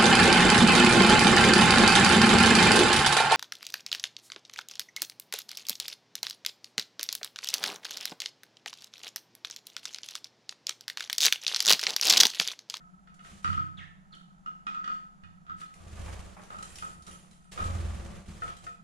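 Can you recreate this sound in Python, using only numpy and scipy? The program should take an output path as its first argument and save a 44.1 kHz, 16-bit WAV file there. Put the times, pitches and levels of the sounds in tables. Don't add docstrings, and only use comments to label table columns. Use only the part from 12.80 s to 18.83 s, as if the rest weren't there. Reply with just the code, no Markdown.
import sys
import numpy as np
from scipy import signal
from scipy.fft import rfft, irfft, next_fast_len
from scipy.io import wavfile
from scipy.ndimage import uniform_filter1d

SR = 44100
rng = np.random.default_rng(int(sys.argv[2]) if len(sys.argv) > 2 else 0)


def materialize(psi):
    bounded = np.clip(np.atleast_2d(psi).T, -1, 1)
    quanta = np.round(bounded * 32767).astype(np.int16)
    wavfile.write(sys.argv[1], SR, quanta)


N = 266011
TIME = np.arange(N) / SR



def from_db(db):
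    return 10 ** (np.asarray(db) / 20)


def rms_one(x):
    return x / np.sqrt(np.mean(x ** 2) + 1e-20)


def at_hz(points, hz):
    table = np.array(points)
    return np.interp(np.log(np.maximum(hz, 1)), np.log(table[:, 0]), table[:, 1])


def clicks(times_s, levels_db):
    out = np.zeros(N)
    np.add.at(out, (np.asarray(times_s) * SR).astype(int), from_db(levels_db))
    return out


def fade(x, decay_s):
    return signal.lfilter([1], [1, -np.exp(-1 / (decay_s * SR))], x + 1e-18)


def surges(times_s, levels_db, decay_s, rise_s):
    power = fade(clicks(times_s, 2 * np.asarray(levels_db)), decay_s / 2)
    return np.sqrt(fade(power, rise_s) / (rise_s * SR))


def convolve(x, response):
    return signal.fftconvolve(np.atleast_2d(x), response, axes=1)[:, :N]


def resonate(x, hz, width_hz):
    r = np.exp(-np.pi * width_hz / SR)
    zeros = np.array([1, 0, -1]) * (1 - r * r) / 2
    poles = [1, -2 * r * np.cos(2 * np.pi * hz / SR), r * r]
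    return signal.lfilter(zeros, poles, x + 1e-18)


# f/Hz, correlation [-1..1]
STEREO_CORRELATION = [(60, 0.41), (200, 0.37), (700, 0), (1300, 0.32), (2500, 0.6), (6000, 0.29),
                      (12000, 0)]


def noise(colour, grain_db=0):
    size = next_fast_len(N)
    hz = np.arange(size // 2 + 1) * SR / size
    snaps = np.minimum(rng.exponential(1, size // 32 + 1), 5)
    grain = from_db(grain_db * np.repeat(snaps, 32)[:size])
    mid, side = rfft(rng.standard_normal((2, size)) * grain) * from_db(at_hz(colour, hz))
    alike = np.clip(at_hz(STEREO_CORRELATION, hz), -1, 1)
    spectrum = np.sqrt(1 + alike) * mid + np.sqrt(1 - alike) * side * [[1], [-1]]
    return rms_one(irfft(spectrum, size)[:, :N])


def struck(force, modes, rise_s):
    t = TIME[:SR]
    rings = 0
    for hz, db, t60_s, right_gain in modes:
        ring = from_db(db - 60 * t / t60_s) * np.sin(2 * np.pi * hz * t)
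        rings = rings + ring * np.array([[1], [right_gain]])
    return convolve(force, rings * (1 - np.exp(-t / rise_s)))


def wires_ring(force, modes):
    impulse = signal.unit_impulse(SR // 4)
    response = 0
    for k, (hz, width_hz, db) in enumerate(modes):
        response = response + from_db(db) * resonate(impulse, hz, width_hz) * (-1) ** k
    return convolve(force, response[None] / np.linalg.norm(response))


# f/Hz, t60/s
ROOM_DECAY = [(150, 0.93), (1300, 0.56), (3000, 0.48), (7000, 0.53), (14000, 0.65)]


def room(x, wet_db):
    t, edges_hz = TIME[:SR * 3 // 4], np.geomspace(100, 16000, 9)
    white, tail = rng.standard_normal((2, 2, len(t))), 0
    for k, band_hz in enumerate(zip(edges_hz, edges_hz[1:])):
        band_filter = signal.butter(2, band_hz, "band", fs=SR, output="sos")
        hiss = signal.sosfilt(band_filter, white[k % 2])
        t60_s = at_hz(ROOM_DECAY, np.sqrt(np.prod(band_hz)))
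        tail = tail + hiss * from_db(-60 * t / t60_s)
    tail = tail * (1 - np.exp(-t / 0.0022))
    return x + from_db(wet_db) * convolve(x, tail / np.linalg.norm(tail[0]))


# t/s, knock level/dB, mesh
# rattle level/dB
NEAR_HOPS = [(0.6444, -24.5, -38), (0.6754, -29, -47), (0.7283, -31, -46.5), (0.7773, -26.5, -51.5),
             (1.6605, -34.5, -56), (1.867, -30, -44), (1.8975, -37.5, -62), (1.945, -34.5, -51.5),
             (1.972, -34, -70), (2.042, -37.5, -47.5), (2.076, -30.5, -47), (2.1006, -31, -52.5),
             (2.435, -51, -59), (2.665, -51, -63.5), (2.696, -33.5, -59), (2.8144, -40, -55),
             (3.703, -41, -55.5), (3.745, -41, -60), (3.787, -40, -64), (4.023, -34, -49.5),
             (4.2697, -45.5, -65), (4.7759, -32.5, -48), (4.8029, -30.5, -50)]
# t/s, knock level/dB, mesh rattle level/dB
FAR_PERCH_HOPS = [(0.005, -57, -80), (0.273, -55, -62), (0.392, -54.5, -60), (0.4471, -49.5, -56),
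                  (5.62, -33, -51.5), (5.678, -41.5, -48), (5.866, -39, -54.5)]
# t/s, level/dB
PERCH_SHAKES = [(0.647, -38), (0.690, -34.5), (0.781, -33.5), (0.984, -50.5), (2.434, -51.5),
                (2.7, -51.5), (5.62, -49.5)]
# f/Hz, level/dB, t60/s, right/left gain
MOUNT_MODES = [(150, -30, 0.85, 0.053), (198, -23, 0.75, -1.6), (340, -28, 0.41, 0.11),
               (502, -24, 0.5, -0.38), (726, -26.5, 0.33, -0.041), (1230, -3.5, 0.15, -1.02),
               (1267, 2, 0.46, -0.41), (1308, 3.5, 0.17, -0.614), (1384, -2.5, 0.13, -0.16)]
# f/Hz, level/dB, t60/s, right/left gain
FAR_PERCH_MODES = [(478, -21.5, 0.39, 1), (695, -16.5, 0.49, 0.64), (1280, 9, 0.29, -0.4),
                   (1360, 3.5, 0.15, -0.082), (1443, 3.5, 0.045, 0.23), (1826, -4.5, 0.11, 0.28),
                   (2020, -3, 0.06, -0.04)]
# f/Hz, level/dB, t60/s, right/left gain
BENDING_MODES = [(93.3, -7, 0.57, -3.5), (112, -4.5, 0.17, -1), (128.5, -15, 0.53, -4),
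                 (157.6, -13.5, 1, -2.5), (191.6, -19.5, 1, -4), (308, -27, 0.58, -3)]
# f/Hz, width/Hz, level/dB
MOUNT_RUB_MODES = [(328, 25, -9.5), (736, 29, -25), (1256, 18.4, 7), (1310, 69, 3.5), (1420, 86, -31),
                   (1870, 170, -27)]


def perches(shuffle_db=-27, port_gain=-0.81, bend_db=2, right_db=3.0):
    feet = hops(NEAR_HOPS, MOUNT_MODES) + hops(FAR_PERCH_HOPS, FAR_PERCH_MODES)
    rub = settling() * noise(CRACK_SPECTRUM, grain_db=4)[0]
    shuffle = from_db(shuffle_db) * wires_ring(rub, MOUNT_RUB_MODES) * np.array([[1], [port_gain]])
    jolts = clicks(*np.transpose(PERCH_SHAKES))
    bend = from_db(bend_db) * struck(jolts, BENDING_MODES, rise_s=0.0011)
    return (feet + shuffle) * from_db([[-right_db], [right_db]]) + bend


# f/Hz, width/Hz, level/dB
MESH_MODES = [(1470, 140, -6.5), (1877, 87, 2), (2050, 110, -3), (2481, 62, 3.5), (2870, 135, 1.5),
              (3160, 180, -2), (3550, 260, -3), (4330, 110, -8), (4610, 165, -8.5), (5750, 150, -15.5),
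              (5950, 210, -32), (7160, 380, -19.5), (8350, 99, -20)]
# f/Hz, level/dB per Hz
CRACK_SPECTRUM = [(300, 0.5), (900, -6.5), (1600, 7), (3500, -9), (6000, -10), (10000, -23.5), (15000, -57)]


def hops(rows, perch, knock_db=0, mesh_db=2, crack_db=-1, grip_s=0.0048, click_db=-3):
    s, knock, rattle = np.transpose(rows)
    wood = from_db(knock_db) * struck(clicks(s, knock), perch, rise_s=0.0021)
    grip = uniform_filter1d(fade(clicks(s, rattle), grip_s), size=60)
    mesh = from_db(mesh_db) * wires_ring(grip * rng.standard_normal((2, N)), MESH_MODES)
    scratch = from_db(crack_db) * grip * noise(CRACK_SPECTRUM, grain_db=1.5)
    first_touch = from_db(click_db) * fade(clicks(s, rattle), 0.00035) * noise(CRACK_SPECTRUM)
    return wood + first_touch + room(mesh + scratch, wet_db=3.0)


SETTLE_S, SETTLE_RISE_S, SETTLE_FOLLOWS = 0.057, 0.011, 0.71
CALL_PUSH_DB, RESTING_DB = -43.5, -49


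def settling():
    knocks = [row[:2] for row in NEAR_HOPS + FAR_PERCH_HOPS]
    calls = [(row[0], CALL_PUSH_DB) for row in CHIRP_CALLS]
    s, db = np.transpose(knocks + calls)
    return surges(s, SETTLE_FOLLOWS * db, SETTLE_S, SETTLE_RISE_S) + from_db(RESTING_DB)


# f/Hz, level/dB, t60/s, right/left gain
DEEP_AIR_MODES = [(33.7, -15, 0.24, 0.76), (60.8, -5.5, 0.31, 0.91), (81.9, -0.5, 0.23, 0.98),
                  (125, -20, 0.063, 0.68)]
# f/Hz, level/dB, t60/s, right/left gain
HIGH_AIR_MODES = [(169, 1, 0.17, 0.64), (204.7, -1.5, 0.22, 0.73), (333.9, -16, 0.6, 0.51),
                  (360, -25, 0.2, 0.58)]
# f/Hz, width/Hz, level/dB
STANDING_WAVES = [(182.5, 9.8, 5.5), (335, 4, 7.5), (362, 34, -6), (556, 24, 4), (587.4, 15, 2.5),
                  (691, 33, 2), (762, 25, 1), (1173, 28, 6)]
# f/Hz, level/dB per Hz
AIR_SPECTRUM = [(65, -0.5), (110, -1), (147, -9.5), (192, -5.5), (261, -18.5), (336, -13), (600, -14),
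                (877, -16.5), (1210, -17.5), (5000, -35.5), (6500, -34.5), (11000, -120)]
# f/Hz, level/dB per Hz
FEATHER_SPECTRUM = [(900, -4), (1900, 1.5), (3400, -0.5), (5000, -3.5), (7400, -1.5), (9000, -6),
                    (10500, -6.5), (14000, -6), (15500, -18)]


def wings(pulse_db=1, thud_db=1, air_db=-1, feather_db=-2, sing_db=-14, standing_db=-8, throb=0.44,
          ruffle_db=1.57):
    s, deep, high = wingbeats()
    air, feathers = flutters()
    boom = from_db(pulse_db) * struck(clicks(s, deep), DEEP_AIR_MODES, rise_s=0.0038)
    thud = from_db(thud_db) * struck(clicks(s, high), HIGH_AIR_MODES, rise_s=0.0051)
    beat = 1 + throb * fade(clicks(s, 0 * s), 0.022)
    eddies = from_db(air_db) * noise(AIR_SPECTRUM, grain_db=1.5)
    standing = from_db(standing_db) * rms_one(wires_ring(noise(AIR_SPECTRUM), STANDING_WAVES))
    whoosh = air * (eddies + standing)
    catches = rms_one(uniform_filter1d(rng.standard_normal(N), size=400))
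    ruffle = from_db(ruffle_db * catches)
    rustle = from_db(feather_db) * ruffle * noise(FEATHER_SPECTRUM, grain_db=0.3)
    brushed_wires = from_db(sing_db) * wires_ring(rng.standard_normal((2, N)), WIRE_MODES)
    return boom + thud + beat * (whoosh + feathers * (rustle + brushed_wires))


# start t/s, end t/s, first period/s, period growth/s per beat, nearest t/s, passing time/s,
# deep pulse level/dB, higher thud level/dB
FLIGHT_RUNS = [(0.46, 0.54, 0.054, 0, 0.59, 0.055, -39, -49),
               (3.003, 3.47, 0.0622, 0.00093, 3.238, 0.13, -31.5, -51.5),
               (3.762, 4.33, 0.058, -0.0025, 4.0, 0.41, -54, -57.5),
               (4.81, 5.37, 0.0455, 0.00072, 4.9, 0.19, -26, -41.5),
               (5.482, 5.58, 0.062, 0, 5.486, 0.022, -35, -38.5)]
THUD_FOLLOWS, BEAT_SPREAD_DB, FIRST_BEAT_DB = 0.16, 1.1, -3


def wingbeats(count=16):
    beats, k = [], np.arange(count)
    for start, end, period, growth, nearest, passing, deep, thud in FLIGHT_RUNS:
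        s = start + period * k + growth * k * k / 2
        near_db = -20 * np.log10(1 + ((s - nearest) / passing) ** 2)
        uneven_db = BEAT_SPREAD_DB * rng.standard_normal((2, count))
        pulse_db = deep + near_db + FIRST_BEAT_DB * (k == 0) + uneven_db[0]
        thud_db = thud + THUD_FOLLOWS * near_db + uneven_db[1]
        beats.append(np.array([s, pulse_db, thud_db])[:, (s >= start) & (s < end)])
    return np.hstack(beats)


# start t/s, time to final fall/s, attack/s, sag/dB per s, air level/dB, feather level/dB
FLUTTER_RUNS = [(0.404, 0.17, 0.06, 4, -61, -58), (0.622, 0.11, 0.005, 6, -63, -59.5),
                (2.767, 0.043, 0.04, 16, -72, -54.5), (2.951, 0.58, 0.32, 26.5, -45.5, -52),
                (3.577, 0.24, 0.012, -8, -57.5, -63), (3.78, 0.33, 0.046, 12.5, -55, -57.5),
                (4.246, 0.3, 0.033, 42, -55, -59.5), (4.714, 0.023, 0.0062, 8, -52.5, -46.5),
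                (4.732, 0.67, 0.063, 14, -41, -50), (5.454, 0.22, 0.0043, -9, -53.5, -58),
                (5.616, 0.071, 0.019, -1, -47, -53.5), (5.818, 0.018, 0.023, 19, -50.5, -53.5)]
FLUTTER_RISE_DB, FLUTTER_FALL_DB_PER_S = 14, 122


def flutters():
    air, feathers = 0, 0
    for start, length, attack, sag, air_db, feather_db in FLUTTER_RUNS:
        t = TIME - start
        rise_db = -FLUTTER_RISE_DB * np.clip(1 - t / attack, 0, 1)
        sag_db = -sag * np.maximum(t - attack, 0)
        fall_db = -FLUTTER_FALL_DB_PER_S * np.maximum(t - length, 0)
        gain = from_db(rise_db + sag_db + fall_db) * (t > 0)
        air = np.maximum(air, from_db(air_db) * gain)
        feathers = np.maximum(feathers, from_db(feather_db) * gain)
    return air, feathers


# t/s, level/dB
WING_FLICKS = [(3.174, -50.5), (3.28, -46), (3.566, -48.5), (3.592, -54), (3.703, -51.5), (3.731, -55.5),
               (4.023, -54), (4.775, -44)]


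def flicks(flick_db=3, length_s=0.012, rise_s=0.0044):
    colour = [(200, 0.5), (600, 8.5), (1100, 8.5), (2200, -0.5), (4000, -25), (12000, -15)]  # f/Hz, dB per Hz
    puffs = surges(*np.transpose(WING_FLICKS), length_s, rise_s) * noise(colour, grain_db=2.5)
    return room(from_db(flick_db) * puffs, wet_db=1.0)


# t/s, level/dB
WIRE_TICKS = [(0.3424, -58.5), (0.6405, -48.5), (1.3492, -60), (2.135, -60.5), (2.859, -57.5),
              (2.9394, -52.5), (3.635, -54.5), (3.7856, -50.5), (3.8255, -43.5), (3.9557, -41),
              (4.222, -51), (4.266, -45), (4.5102, -54.5), (4.7226, -51), (4.839, -42), (5.767, -48),
              (5.841, -52)]
# f/Hz, width/Hz, level/dB
WIRE_MODES = [(3146, 20, 9), (3420, 150, -12), (4330, 32, -9), (5570, 260, -17.5), (6230, 37, 2.5),
              (7050, 56, 7), (8570, 160, 1.5), (8930, 43, 6.5), (10200, 150, -2), (11550, 110, -1)]


def ticks(ring_db=-7, clink_db=-3, snap_db=-4, contact_s=0.0049):
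    touch = fade(clicks(*np.transpose(WIRE_TICKS)), contact_s)
    ping = from_db(ring_db) * wires_ring(touch * rng.standard_normal((2, N)), WIRE_MODES)
    ping += from_db(clink_db) * clinks(touch * rng.standard_normal(N))
    snaps = from_db(snap_db) * touch * noise(FEATHER_SPECTRUM, grain_db=4)
    return room(ping + snaps, wet_db=0.5)


# t/s, level/dB
MESH_TUGS = [(3.599, -66.5), (3.82, -51.5), (3.955, -56.5), (4.265, -59), (4.51, -66)]
CHATTER_S = 0.097


def shaken_mesh(shake_db=-6, clink_db=-5, panel_db=-7, per_s=70, spread_db=5):
    strength = from_db(spread_db * np.minimum(rng.exponential(1, N), 3))
    contacts = (rng.random(N) < per_s / SR) * strength
    chatter = rms_one(fade(contacts, 0.00041) * rng.standard_normal(N))
    force = surges(*np.transpose(MESH_TUGS), CHATTER_S, rise_s=0.0033) * chatter
    wires = from_db(shake_db) * wires_ring(force, WIRE_MODES)
    panel = from_db(panel_db) * wires_ring(force, MESH_MODES)
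    return room(wires + panel + from_db(clink_db) * clinks(force), wet_db=2.5)


def clinks(force, count=84, width_hz=60):
    out, block = np.zeros((2, N)), (TIME / .012).astype(int)
    for hz in np.linspace(3600, 13800, count) + rng.uniform(-99, 99, count):
        touched = from_db(4.5 * rng.standard_normal(block[-1] + 1))[block]
        ring = resonate(force * touched, hz, width_hz)
        out += from_db(at_hz(FEATHER_SPECTRUM, hz)) * ring * rng.standard_normal((2, 1))
    return out * np.linalg.norm(force) / np.linalg.norm(out[0])


# t/s, length/s, start f/Hz, low f/Hz before the slow sink, time to mid-drop/s, level/dB
CHIRP_CALLS = [(0.969, 0.0814, 3644, 1925, 0.0225, -47.5), (1.32, 0.031, 4500, 3085, 0.013, -52)]
CHIRP_STEEPNESS, CHIRP_ATTACK_S, CHIRP_RELEASE_S, CHIRP_SAG_DB_PER_S = 4.98, 0.0088, 0.004, 52
CHIRP_SINK_HZ_PER_S = 2470


def chirps(chirp_db=-2, waver=0.0623, overtone_db=-24, hiss_db=-13):
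    out, rasp = np.zeros(N), noise(CRACK_SPECTRUM)[0]
    for start, length, high_hz, low_hz, drop_s, db in CHIRP_CALLS:
        t = np.clip(TIME - start, 0, length)
        drop = 1 / (1 + (t / drop_s) ** CHIRP_STEEPNESS)
        hz = low_hz + (high_hz - low_hz) * drop - CHIRP_SINK_HZ_PER_S * t
        jitter = 1 + waver * rms_one(uniform_filter1d(rng.standard_normal(N), size=30))
        phase = 2 * np.pi * np.cumsum(hz * jitter) / SR
        ramps = np.minimum(t / CHIRP_ATTACK_S, (length - t) / CHIRP_RELEASE_S)
        gain = from_db(db - CHIRP_SAG_DB_PER_S * t) * np.minimum(1, ramps)
        whistle = np.sin(phase) + from_db(overtone_db) * np.sin(2 * phase)
        out += gain * (whistle + from_db(hiss_db) * rasp)
    return room(from_db(chirp_db) * out, wet_db=3)


# f/Hz, level/dB per Hz
FAN_SPECTRUM = [(25, -8.5), (49, -10), (70, -15.5), (115, -31), (145, -6.5), (195, -4), (245, -23.5),
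                (500, -35), (720, -22), (1000, -31), (2200, -39.5), (5500, -45), (7300, -40.5), (8200, -51),
                (10400, -45.5), (15000, -48)]
FAN_DB, DRONE_DB, DRONE_HZ, DRONE_STAGE_WIDTH_HZ = -59.5, -62.5, 182.7, 27.4


def fan():
    drone = noise(FAN_SPECTRUM)
    for _ in range(2):
        drone = resonate(drone, DRONE_HZ, DRONE_STAGE_WIDTH_HZ)
    return from_db(FAN_DB) * noise(FAN_SPECTRUM) + from_db(DRONE_DB) * rms_one(drone)


def scene(right_db=0.7):
    birds = ticks() + shaken_mesh() + wings() + flicks() + chirps()
    return perches() + birds * from_db([[-right_db], [right_db]]) + fan()


# f/Hz, level/dB
MICROPHONE_RESPONSE = [(7000, 0.5), (10700, 0.5), (11500, -10.5), (14000, -13), (15400, -18)]
CUTOFF_HZ = 15400


def record(dry):
    size = next_fast_len(N + SR // 10)
    hz = np.arange(size // 2 + 1) * SR / size
    response = from_db(at_hz(MICROPHONE_RESPONSE, hz))
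    heard = irfft(rfft(dry, size) * response, size)[:, :N]
    return signal.sosfilt(signal.ellip(10, .1, 80, CUTOFF_HZ, fs=SR, output="sos"), heard)


dry = scene()
out = record(dry)
materialize(out)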